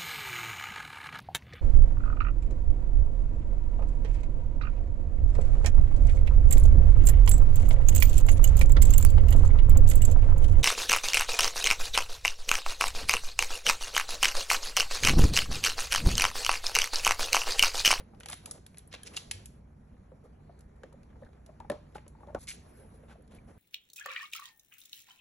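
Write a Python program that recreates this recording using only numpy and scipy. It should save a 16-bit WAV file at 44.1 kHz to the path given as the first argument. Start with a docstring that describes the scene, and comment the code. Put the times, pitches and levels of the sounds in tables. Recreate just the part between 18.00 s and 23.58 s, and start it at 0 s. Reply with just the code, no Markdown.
"""On the floor of a quiet room, close to two microphone ports, a dog noses through a fleece mat.
Kibble cracks, crumbles and chips: enveloped noise through resonances, and short rings at one pitch.
Its jaws knock a hollow mouth (decaying modes), hard bites thump the floor, and a paw adds a low swell.
Cloth, breath and a high treble hiss are patchy filtered noise over steady room air and hum; decaying
noise tails are the room's answer. The two ports differ in phase and level by frequency."""
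import sys
import numpy as np
from scipy import signal
from scipy.fft import rfft, irfft, next_fast_len
from scipy.io import wavfile
from scipy.ndimage import uniform_filter1d, map_coordinates

SR = 44100
rng = np.random.default_rng(int(sys.argv[2]) if len(sys.argv) > 2 else 0)


def dump_mix(stems):
    """Bounce the given channels to the path in sys.argv[1] as a 16-bit WAV at rate SR."""
    frames = np.atleast_2d(stems).T  # one column per channel
    limited = np.clip(frames, -1, 1)  # hard clip at full scale
    pcm = np.round(limited * 32767).astype(np.int16)
    wavfile.write(sys.argv[1], SR, pcm)


N = 246078

# likeness (correlation) of the two ports for close sources: frequency_hz, likeness
NEAR_LIKENESS = [(60, 0.57), (300, 0.99), (1000, 0.68), (3000, 0.94), (6000, 0.74), (9000, 0.99),
                 (12000, 0.89)]
# likeness of the two ports for room sound and cloth: frequency_hz, likeness
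FAR_LIKENESS = [(60, 0.98), (200, 1), (600, 0.029), (1200, 0.042), (2200, 0.69), (3500, 0.13), (5000, 0.93),
                (6000, 0.68), (9000, 1), (12000, 0.91)]
# resonances of kibble and open mouth: centre_hz, width_hz, level_db
CRUMB_MODES = [(674, 810, -7), (1710, 1140, 0.5), (2723, 1870, 0), (3965, 1350, 0.5), (7400, 9400, -7.5),
               (10320, 1210, 1)]

DIRECTIONS = 4  # unrelated noise signals that each break sends out
CUT_S = 4.389  # knocks begun before this time, and the room answer of all earlier sounds, stop here


def amp(db):
    """Logarithmic level: the amplitude gain of a level in dB."""
    return 10 ** (np.asarray(db) / 20)


def unit(x):
    """Root-mean-square normalisation: x scaled to rms 1."""
    return x / np.sqrt(np.mean(x ** 2) + 1e-20)


def along(points, hz):
    """Logarithmic frequency scale: (Hz, value) points read between knots on a log axis."""
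    knot_hz, value = np.transpose(points)
    return np.interp(np.log(hz + 1), np.log(knot_hz + 1), value)


def wobble(rate, size):
    """Band-limited fluctuation: a smooth random curve with rate knots a second."""
    knots = rng.standard_normal(int(size * rate / SR) + 4)
    return map_coordinates(knots, [np.arange(size) * rate / SR])


def filtered(x, response):
    """Linear filtering: the spectrum of x times a complex response of frequency."""
    m = next_fast_len(x.shape[-1] + 4096)
    spectrum = rfft(x, m) * response(np.fft.rfftfreq(m, 1 / SR))
    return irfft(spectrum, m)[..., :x.shape[-1]]


def place(out, start_s, sound):
    """Superposition: adds a sound to out from the given time."""
    out[..., round(start_s * SR):][..., :sound.shape[-1]] += sound


def ports(pair, likeness):
    """Spatial coherence: mixes two unrelated signals into left and right of the given likeness."""
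    turn = lambda hz: np.arccos(np.clip(along(likeness, hz), -1, 1)) / 2
    mid, side = filtered(pair, lambda hz: np.array([np.cos(turn(hz)), np.sin(turn(hz))]))
    return np.array([mid + side, mid - side])


def rush(spectrum, likeness, patchy_db):
    """Turbulent noise: stereo, rms 1, with patches of random gain in time and frequency."""
    z = signal.stft(rng.standard_normal((2, N)), nperseg=512)[2]
    field = rng.standard_normal(z.shape[1:])
    field = uniform_filter1d(uniform_filter1d(field, 8, 0), 8, 1)
    pair = signal.istft(z * amp(patchy_db * unit(field)), nperseg=512)[1][:, :N]
    coloured = filtered(pair, lambda hz: amp(along(spectrum, hz)))
    return unit(ports(coloured, likeness))


def air():
    """Stationary background: shaped noise plus low room tones, fed by a far fan, that waver."""
    # spectrum of the room's steady air: frequency_hz, relative_level_db
    air_spectrum = [(15, -17.5), (30, -6.5), (60, -2), (150, -8), (220, -8), (370, -24), (800, -27.5),
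                    (1700, -39), (2400, -39.5), (3200, -73.5), (8500, -67.5), (10300, -43.5),
                    (11500, -66.5), (12700, -48)]
    # low room tones: frequency_hz, rms_db, waver_db
    room_tones = [(60.3, -62.5, 0.5), (88.5, -65.5, 1), (148.5, -66, 0.5), (231, -72, 2.5)]
    t = np.arange(N) / SR
    hum = np.zeros(N)
    for hz, db, waver_db in room_tones:
        level = np.sqrt(2) * amp(db + waver_db * wobble(11.0, size=N))
        hum += level * np.sin(2 * np.pi * hz * t + 1.01 * wobble(5, size=N))
    return amp(-57.0) * rush(air_spectrum, FAR_LIKENESS, patchy_db=1.77) + hum


def folds(count):
    """Impulsive friction: fleece strips flop together in scattered soft ticks of random pitch and size."""
    when, pitch, size = rng.random((count, 3)).T
    hz, t = 450 * amp(13 * pitch)[:, None], np.arange(600) / SR
    shape = hz * t * np.exp(-hz * t / 1.1)  # a few cycles long at any pitch
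    ticks = amp(-3 * np.log(size + .01))[:, None] * np.sin(2 * np.pi * hz * t) * shape
    where = (when * N).astype(int)[:, None] + np.arange(600)
    return unit(np.bincount(where.ravel(), ticks.ravel(), N + 600)[:N])


def snuffle():
    """Friction and turbulence: cloth rustles on the muzzle, breath and the highest treble hiss unsteadily."""
    # muzzle in the cloth, base levels: time_s, rustle_db, breath_db, treble_db
    muzzle_levels = [(0.0, -68, -100, -77), (.25, -62.5, -75, -94), (.37, -73, -70, -62),
                     (.45, -61, -68, -74), (.59, -69.5, -86, -95), (.76, -69.5, -70, -107),
                     (1.12, -57, -102, -64.5), (1.329, -63.5, -65, -71), (1.5, -68.5, -68, -77),
                     (1.62, -69, -87, -94.5), (2.62, -67, -90.5, -93), (3.11, -66, -89, -91),
                     (3.91, -65.5, -84, -89), (4.3, -68, -84, -113), (4.55, -63, -71, -83),
                     (4.8, -60.5, -63, -67), (4.96, -63.5, -82, -73), (5.35, -66.5, -93, -84.5),
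                     (5.58, -65, -87, -73)]
    # spectrum of cloth rustle: frequency_hz, relative_level_db
    cloth_spectrum = [(150, -4.5), (400, 4.5), (900, -6), (1600, -12.5), (3000, -22.5), (6000, -26.5)]
    # spectrum of breath hiss: frequency_hz, relative_level_db
    breath_spectrum = [(700, -68.5), (1500, 11.5), (2500, -2), (4500, -7.5), (7500, -8), (10000, 10),
                       (12500, 6)]
    # spectrum of the highest treble hiss: frequency_hz, relative_level_db
    treble_spectrum = [(5000, -54.5), (7500, -13.5), (9500, 10.5), (10500, 25.5), (11500, 4), (12700, -54)]
    s, *levels = np.transpose(muzzle_levels)
    cloth_db, breath_db, treble_db = [np.interp(np.arange(N) / SR, s, column) for column in levels]
    flutter = wobble(36, size=N)  # shared by both hisses
    rustle = rush(cloth_spectrum, FAR_LIKENESS, patchy_db=2.5) + .28 * folds(count=1500)
    brushing_db = 0.89 * wobble(60, size=N) + 0.7 * wobble(7.1, size=N)
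    cloth = amp(cloth_db + brushing_db) * rustle
    breath = amp(breath_db + 3 * flutter) * rush(breath_spectrum, NEAR_LIKENESS, patchy_db=4)
    treble = amp(treble_db + 1.5 * flutter) * rush(treble_spectrum, NEAR_LIKENESS, patchy_db=3)
    return cloth + breath + treble


def crumb(hz, tilt_db, arch_db, shift):
    """Modal summation: resonances of kibble and mouth; tilt brightens, arch gathers sound in the middle."""
    shift_db = .8  # how far the resonances move from break to break, as a frequency ratio
    modes = 0
    for k, ((centre, width, db), a) in enumerate(zip(CRUMB_MODES, shift)):
        c = centre * amp(shift_db * a)
        modes = modes + (-1) ** k * amp(db) * 1j * hz * width / (c * c - hz * hz + 1j * hz * width + 1)
    octave = np.log2(np.clip(hz, 500, 12000) / 4200)
    return modes * amp(tilt_db * octave - arch_db * octave ** 2)


def fracture(shape, spray, tilt_db, arch_db):
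    """Source and filter: a spray of tiny fractures excites the resonances; power is set by its envelope."""
    shift = np.append(rng.standard_normal(len(CRUMB_MODES) - 1), 0)  # the top resonance stays
    sound = filtered(shape * spray, lambda hz: crumb(hz, tilt_db, arch_db, shift))
    return sound / np.linalg.norm(sound[0]) * np.linalg.norm(shape)


def bursts():
    """Dense fracture noise: longer crumbling and snorting; soft bursts swish, loud ones crackle."""
    # crumbling and snorting bursts: start_s, level_db, rise_s, hold_s, tilt_db_per_octave
    crumbling = [(0.0, -54.5, 0.0011, 0.0056, -5), (0.226, -62.5, 0.043, 0.091, 1.5),
                 (0.28, -53, 0.02, 0.04, 1.5), (0.452, -58.5, 0.0072, 0.119, -1.5),
                 (0.914, -46, 0.027, 0.008, -4), (1.047, -46, 0.021, 0.0083, 1),
                 (1.132, -53.5, 0.0045, 0.022, -1.5), (1.162, -35.5, 0.0031, 0.0081, 7),
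                 (2.231, -62, 0.0097, 0.023, 0), (2.851, -64.5, 0.02, 0.08, -3),
                 (3.104, -67, 0.033, 0.056, -10), (3.211, -62, 0.0055, 0.028, -2),
                 (3.945, -56, 0.0037, 0.019, -0.5), (4.15, -70, 0.018, 0.13, -9),
                 (4.194, -63, 0.011, 0.045, -1), (4.263, -60, 0.0039, 0.052, -4),
                 (4.382, -53, 0.032, 0.025, 5.5), (4.47, -43, 0.0031, 0.044, 8),
                 (4.471, -47.5, 0.019, 0.026, -2.5), (4.516, -55, .005, 0.031, 4),
                 (4.742, -60.5, 0.069, 0.067, -14), (4.914, -62, 0.029, 0.022, 1.5),
                 (5.022, -57, 0.0078, 0.01, -10), (5.071, -57.5, 0.032, 0.026, -3.5),
                 (5.18, -59, 0.0088, 0.021, -26), (5.302, -59.5, 0.0098, 0.062, -1.5),
                 (5.461, -59, 0.027, 0.027, -3)]
    t60_s = 0.046
    smooth_db, grain_per_db = -64, .3
    flat_db, arch_per_db = -54.5, 0.48  # louder bursts gather in the middle, softer ones spread wide
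    out, t = np.zeros((DIRECTIONS, N + SR)), np.arange(SR // 3) / SR
    for s, db, rise, hold, tilt_db in crumbling:
        shape = np.clip(t / rise, 0, 1) * amp(-60 * np.clip(t - rise - hold, 0, None) / t60_s)
        grain_db = np.clip(grain_per_db * (db - smooth_db), 2, 5.5)
        grain = wobble(1800, size=len(t)) + .6 * wobble(200, size=len(t))
        spray = amp(grain_db * grain) * rng.standard_normal((DIRECTIONS, len(t)))
        place(out, s, amp(db) * fracture(shape, spray, tilt_db, arch_per_db * (db - flat_db)))
    return out[:, :N]


def jaws():
    """Cavity resonance: teeth meet and ring the mouth; soft flesh adds a broad dull puff around that pitch."""
    # hollow jaw knocks: time_s, level_db, cavity_hz, ring_t60_s
    knocks = [(0.008, -45, 542, 0.029), (0.135, -55.5, 802, 0.065), (0.259, -38.5, 780, 0.014),
              (0.3, -45.5, 870, 0.027), (0.33, -48, 722, 0.034), (0.476, -53, 890, .03),
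              (0.548, -55, 616, .03), (0.589, -51, 396, 0.029), (1.946, -56.5, 494, 0.044),
              (2.12, -46, 521, 0.052), (2.242, -49.5, 443, 0.035), (2.257, -54, 492, .038),
              (2.495, -47, 678, 0.047), (2.838, -40.5, 522, 0.041), (2.925, -55.5, 934, 0.037),
              (2.942, -51, 553, 0.057), (3.157, -59, 915, 0.046), (3.224, -42, 547, 0.044),
              (3.492, -46.5, 617, 0.046), (3.604, -37.5, 923, 0.03), (3.623, -52, 880, .038),
              (3.648, -44, 814, 0.025), (3.7005, -26, 582, .065), (3.718, -35, 453, .04),
              (3.722, -39.5, 916, 0.039), (3.729, -42, 580, 0.048), (3.741, -50, 600, 0.026),
              (3.754, -50, 580, 0.045), (3.956, -34, 850, 0.045), (4.067, -54.5, 602, 0.057),
              (4.151, -55.5, 896, 0.056), (4.186, -61, 876, 0.045), (4.206, -57, 944, 0.057),
              (4.232, -51.5, 823, 0.057), (4.274, -47, 580, 0.049), (4.285, -51, 610, 0.055),
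              (4.286, -47.5, 880, 0.043), (4.295, -45.5, 610, .038), (4.302, -45, 636, 0.043),
              (4.33, -53, 570, 0.054), (4.3495, -22, 567, 0.018), (4.36, -37.5, 760, 0.051),
              (4.361, -45, 894, 0.05), (4.846, -59, 885, .038), (5.156, -47.5, 650, 0.036)]
    # modes of the mouth cavity: multiple_of_cavity_hz, level_db, share_of_t60
    cavity_modes = [(0.222, -21.5, 4.1), (0.399, -10.5, 1.08), (.7, -14.5, 0.51), (0.996, 3.5, 1.034),
                    (1.028, -25, 6.6), (1.55, 7, 0.12), (2.05, -17.5, 0.34), (2.898, -22, 0.63)]
    # where the jaws are: time_s, left_minus_right_db
    jaw_pan = [(2.1, 2), (3.9, 3.5), (4.29, 4.5), (4.34, 2.5)]
    puff_db, rise_s = -9.5, 0.0013  # puff under the ring; time constant of the onset
    out, t = np.zeros((2, N + SR)), np.arange(SR // 4) / SR
    for s, db, hz, t60 in knocks:
        pan_db = np.interp(s, *np.transpose(jaw_pan))
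        ring = np.zeros(len(t))
        for multiple, level, share in cavity_modes:
            chance_db = rng.standard_normal()
            decay = amp(level + chance_db - 60 * t / (t60 * share))
            ring += decay * np.sin(2 * np.pi * hz * multiple * t)
        fade = amp(-60 * t / (1.97 * t60))
        dull = lambda f: np.exp(-np.log((f + 1) / (0.81 * hz)) ** 2 / 0.5)
        puff = filtered(fade * rng.standard_normal(len(t)), dull)
        bite = ring + amp(puff_db) * puff * np.linalg.norm(fade) / np.linalg.norm(puff)
        bite *= 1 - np.exp(-t / rise_s)
        if s < CUT_S:
            bite *= np.clip((CUT_S - s - t) / .003, 0, 1)
        place(out, s - .001, amp(db + np.array([[pan_db], [-pan_db]]) / 2) * bite)
    return out[:, :N]


def cracks():
    """Brittle fracture: each break is spiky decaying noise, different in each direction."""
    # kibble cracks and faint, very bright ticks: start_s, nominal_peak_db, tilt_db_per_octave
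    breaks = [(0.147, -54, -2.5), (0.2012, -34, 12), (0.206, -35.5, -3.5), (0.2331, -35.5, -3),
              (0.2586, -27, 1.5), (0.2854, -26.5, 3.5), (0.2902, -33.5, -5.5), (0.299, -22.5, 10),
              (0.313, -30.5, -3), (0.3216, -26, 2), (0.3286, -26, 0), (0.33, -23.5, 0.5), (0.339, -28.5, 9),
              (0.458, -25, 5.5), (0.5109, -19.5, 8), (0.579, -42.5, -13), (0.6638, -33.5, 5),
              (0.744, -44, -6.5), (0.7717, -38, -1.5), (0.7824, -29.5, 14), (0.7908, -42.5, 0.5),
              (0.8745, -36.5, 37), (0.925, -54, 4.5), (0.9267, -40, -1.5), (0.939, -29, -5),
              (0.9478, -38, -5), (1.0324, -29.5, 8.5), (1.1653, -25.5, 2), (1.1727, -21.5, 1),
              (1.3117, -14.5, 3), (1.4578, -29.5, 8.5), (2.591, -48.5, 6.5), (2.6074, -46, 8),
              (2.76, -61, 3), (2.8339, -38.5, -5), (2.9265, -50, 4), (3.032, -52, -1.5), (3.104, -53, -9.5),
              (3.248, -54, -3), (3.289, -45, -11.5), (3.331, -53, -7), (3.4624, -43.5, 3),
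              (3.6008, -47, -0.5), (3.699, -26, 1.3), (3.7167, -35, -4.5), (3.923, -59, -2),
              (3.981, -37, -9), (4.0644, -41.5, -11), (4.0796, -39, 9), (4.27, -54.5, -3),
              (4.347, -35.5, -2), (5.222, -50.5, 23), (5.277, -52.5, 2), (5.3487, -42.5, 39)]
    spray_t60_s, snap_t60_s, rise_s = 0.025, 0.0023, 0.00057
    snap_size = 2.3  # first fracture over the spray
    arch_db, grain_db = 0.57, 1.8  # dB per octave squared; fractures of uneven size
    crest_db = 9  # peak over rms
    out, t = np.zeros((DIRECTIONS, N + SR)), np.arange(SR // 3) / SR
    for s, db, tilt_db in breaks:
        # the first fracture snaps hardest
        shape = amp(-60 * t / spray_t60_s) + snap_size * amp(-60 * t / snap_t60_s)
        shape = shape * (1 - np.exp(-t / rise_s)) * amp(grain_db * wobble(1500, size=len(t)))
        spray = rng.standard_normal((DIRECTIONS, len(t)))
        place(out, s, amp(db - crest_db) * fracture(shape, spray, tilt_db, arch_db))
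    return out[:, :N]


def chips():
    """Damped free vibration: a chip of kibble rings roughly at one pitch and dies fast."""
    # ringing chips: start_s, level_db, pitch_hz
    ringing = [(0.298, -41.5, 1250), (0.331, -41, 1343), (0.46, -48, 1260), (0.513, -50.5, 1180),
               (0.913, -57, 5360), (0.943, -40, 2690), (0.96, -52, 2690), (1.033, -47, 3130),
               (1.034, -51, 1660), (1.064, -46, 5460), (1.138, -52, 2750), (1.173, -29.5, 2770),
               (2.25, -58.5, 1290), (2.834, -44.5, 1740), (3.129, -63, 1600), (3.234, -53, 1670),
               (3.267, -54.5, 1640), (3.7, -33, 1730), (3.721, -47, 1720), (3.955, -49, 1510),
               (4.233, -47, 1115), (4.35, -35.5, 1453), (5.113, -48.5, 1530), (5.386, -53.5, 2320)]
    t60_s, rise_s = .032, 0.00023
    out, t = np.zeros(N + SR), np.arange(SR // 4) / SR
    for s, db, hz in ringing:
        drift = 1.5 * wobble(250, size=len(t))  # an uneven chip does not hold its phase
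        tone = np.sin(2 * np.pi * hz * t + drift)
        place(out, s, amp(db - 60 * t / t60_s) * tone * (1 - np.exp(-t / rise_s)))
    return out[:N]


def paw():
    """Low-frequency floor vibration: a paw rolls its weight, and pitch rises as the boards tighten."""
    # the soft swell: start_s, peak_db, start_hz, end_hz, length_s
    swell = (1.3, -45, 82, 112, .14)
    s, db, start_hz, end_hz, length = swell
    u = np.clip((np.arange(N) / SR - s) / length, 0, 1)
    cycles = length * (start_hz * u + (end_hz - start_hz) * u ** 2 / 2)
    return amp(db) * np.sin(np.pi * u) ** 2 * np.sin(2 * np.pi * cycles)


def whistle():
    """Constricted flow: air squeezed through a half-closed nostril makes narrow noise; a crumbling kibble burst
    also rings in a narrow band of noise."""
    # narrow noise bands, a nasal hiss and then the ring of a crumbling burst: start_s, length_s, level_db,
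    # centre_hz, width_hz
    hisses = [(2.41, .22, -86, 4300, 400), (4.472, .052, -52.5, 2200, 200)]
    out = np.zeros(N)
    for s, length, db, hz, width in hisses:
        u = np.clip((np.arange(N) / SR - s) / length, 0, 1)
        noise = unit(filtered(rng.standard_normal(N), lambda f: np.exp(-((f - hz) / width) ** 2)))
        out += amp(db) * np.sqrt(np.abs(np.sin(np.pi * u))) * (u < 1) * noise
    return out


def thumps():
    """Bending-wave dispersion: the high part arrives first, so the dull boom drops in pitch."""
    # the hardest bites shake the floor under the mat: start_s, level_db
    floor_hits = [(3.6996, -31), (3.716, -34), (3.954, -37.5), (4.3484, -33)]
    start_hz, end_hz, fall_s = 520, 140, 0.0069
    t60_s, rise_s = 0.038, 0.0014
    out, t = np.zeros(N + SR), np.arange(SR // 8) / SR
    hz = end_hz + (start_hz - end_hz) * np.exp(-t / fall_s)
    tone = np.sin(2 * np.pi * np.cumsum(hz) / SR)
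    boom = amp(-60 * t / t60_s) * tone * (1 - np.exp(-t / rise_s))
    for s, db in floor_hits:
        place(out, s, amp(db) * boom)
    return out[:N]


def room(x):
    """Reverberation: noise tails decay at each frequency's own speed, one for each direction of x."""
    # decay of the room: frequency_hz, t60_s
    room_decay = [(300, 0.08), (2000, 0.45), (6000, 0.39), (11000, 0.2)]
    out, step = np.zeros((2, N + 2 * SR)), SR // 3
    for a in range(0, N, step):  # new tails every third of a second
        noise = rng.standard_normal((2, len(x), SR // 2))
        hz, t, z = signal.stft(noise, SR, nperseg=256)
        decay = amp(-60 * t / along(room_decay, hz)[:, None])
        tail = signal.istft(z * decay, SR, nperseg=256)[1]
        tail = tail / np.linalg.norm(tail[0])
        wet = signal.fftconvolve(x[None, :, a:a + step], tail, axes=2).sum(1)
        out[:, a + 200:][:, :wet.shape[1]] += wet  # the answer comes 200 samples late
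    return ports(out[:, :N], FAR_LIKENESS)


def scene():
    """Superposition of direct sound, room answer and room air."""
    crunch = cracks() + bursts()
    knock = jaws() + thumps()
    before = np.arange(N) / SR < CUT_S
    send = amp(-11) * crunch + amp(-12.5) * knock.mean(0)
    wet = room(send * before) * before + room(send * ~before)
    direct = ports(crunch[:2], NEAR_LIKENESS) + knock + chips() + paw()
    return direct + wet + snuffle() + whistle() + air()


def record(dry):
    """Interchannel phase and level: ports differ by frequency, and the top of the band falls to a cutoff."""
    # phase between the ports: frequency_hz, left_lead_radians
    port_lead = [(0, 0), (430, .3), (900, 1.2), (1400, .1), (2600, .9), (3900, .7), (4600, 1.8),
                 (5200, 4.9), (5800, 6.1), (8400, 9.1), (10200, 10.1), (11900, 12.5), (12800, 12.6)]
    # level between the ports: frequency_hz, left_minus_right_db
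    port_lean = [(60, 0), (350, -3), (640, -1.5), (1150, 1.5), (2500, 0), (4000, -0.25)]
    # common response of the ports: frequency_hz, gain_db
    port_gain = [(10800, 0.5), (11500, -7.5), (12200, -23.5), (12800, -21.5)]
    top_hz = 12800  # nothing passes from here up
    sides = np.array([[1], [-1]]) / 2
    lead = lambda hz: np.exp(1j * sides * np.interp(hz, *np.transpose(port_lead)))
    gain = lambda hz: amp(sides * along(port_lean, hz) + along(port_gain, hz))
    return filtered(dry, lambda hz: lead(hz) * gain(hz) * (hz < top_hz))


dry = scene()
out = record(dry)
dump_mix(out)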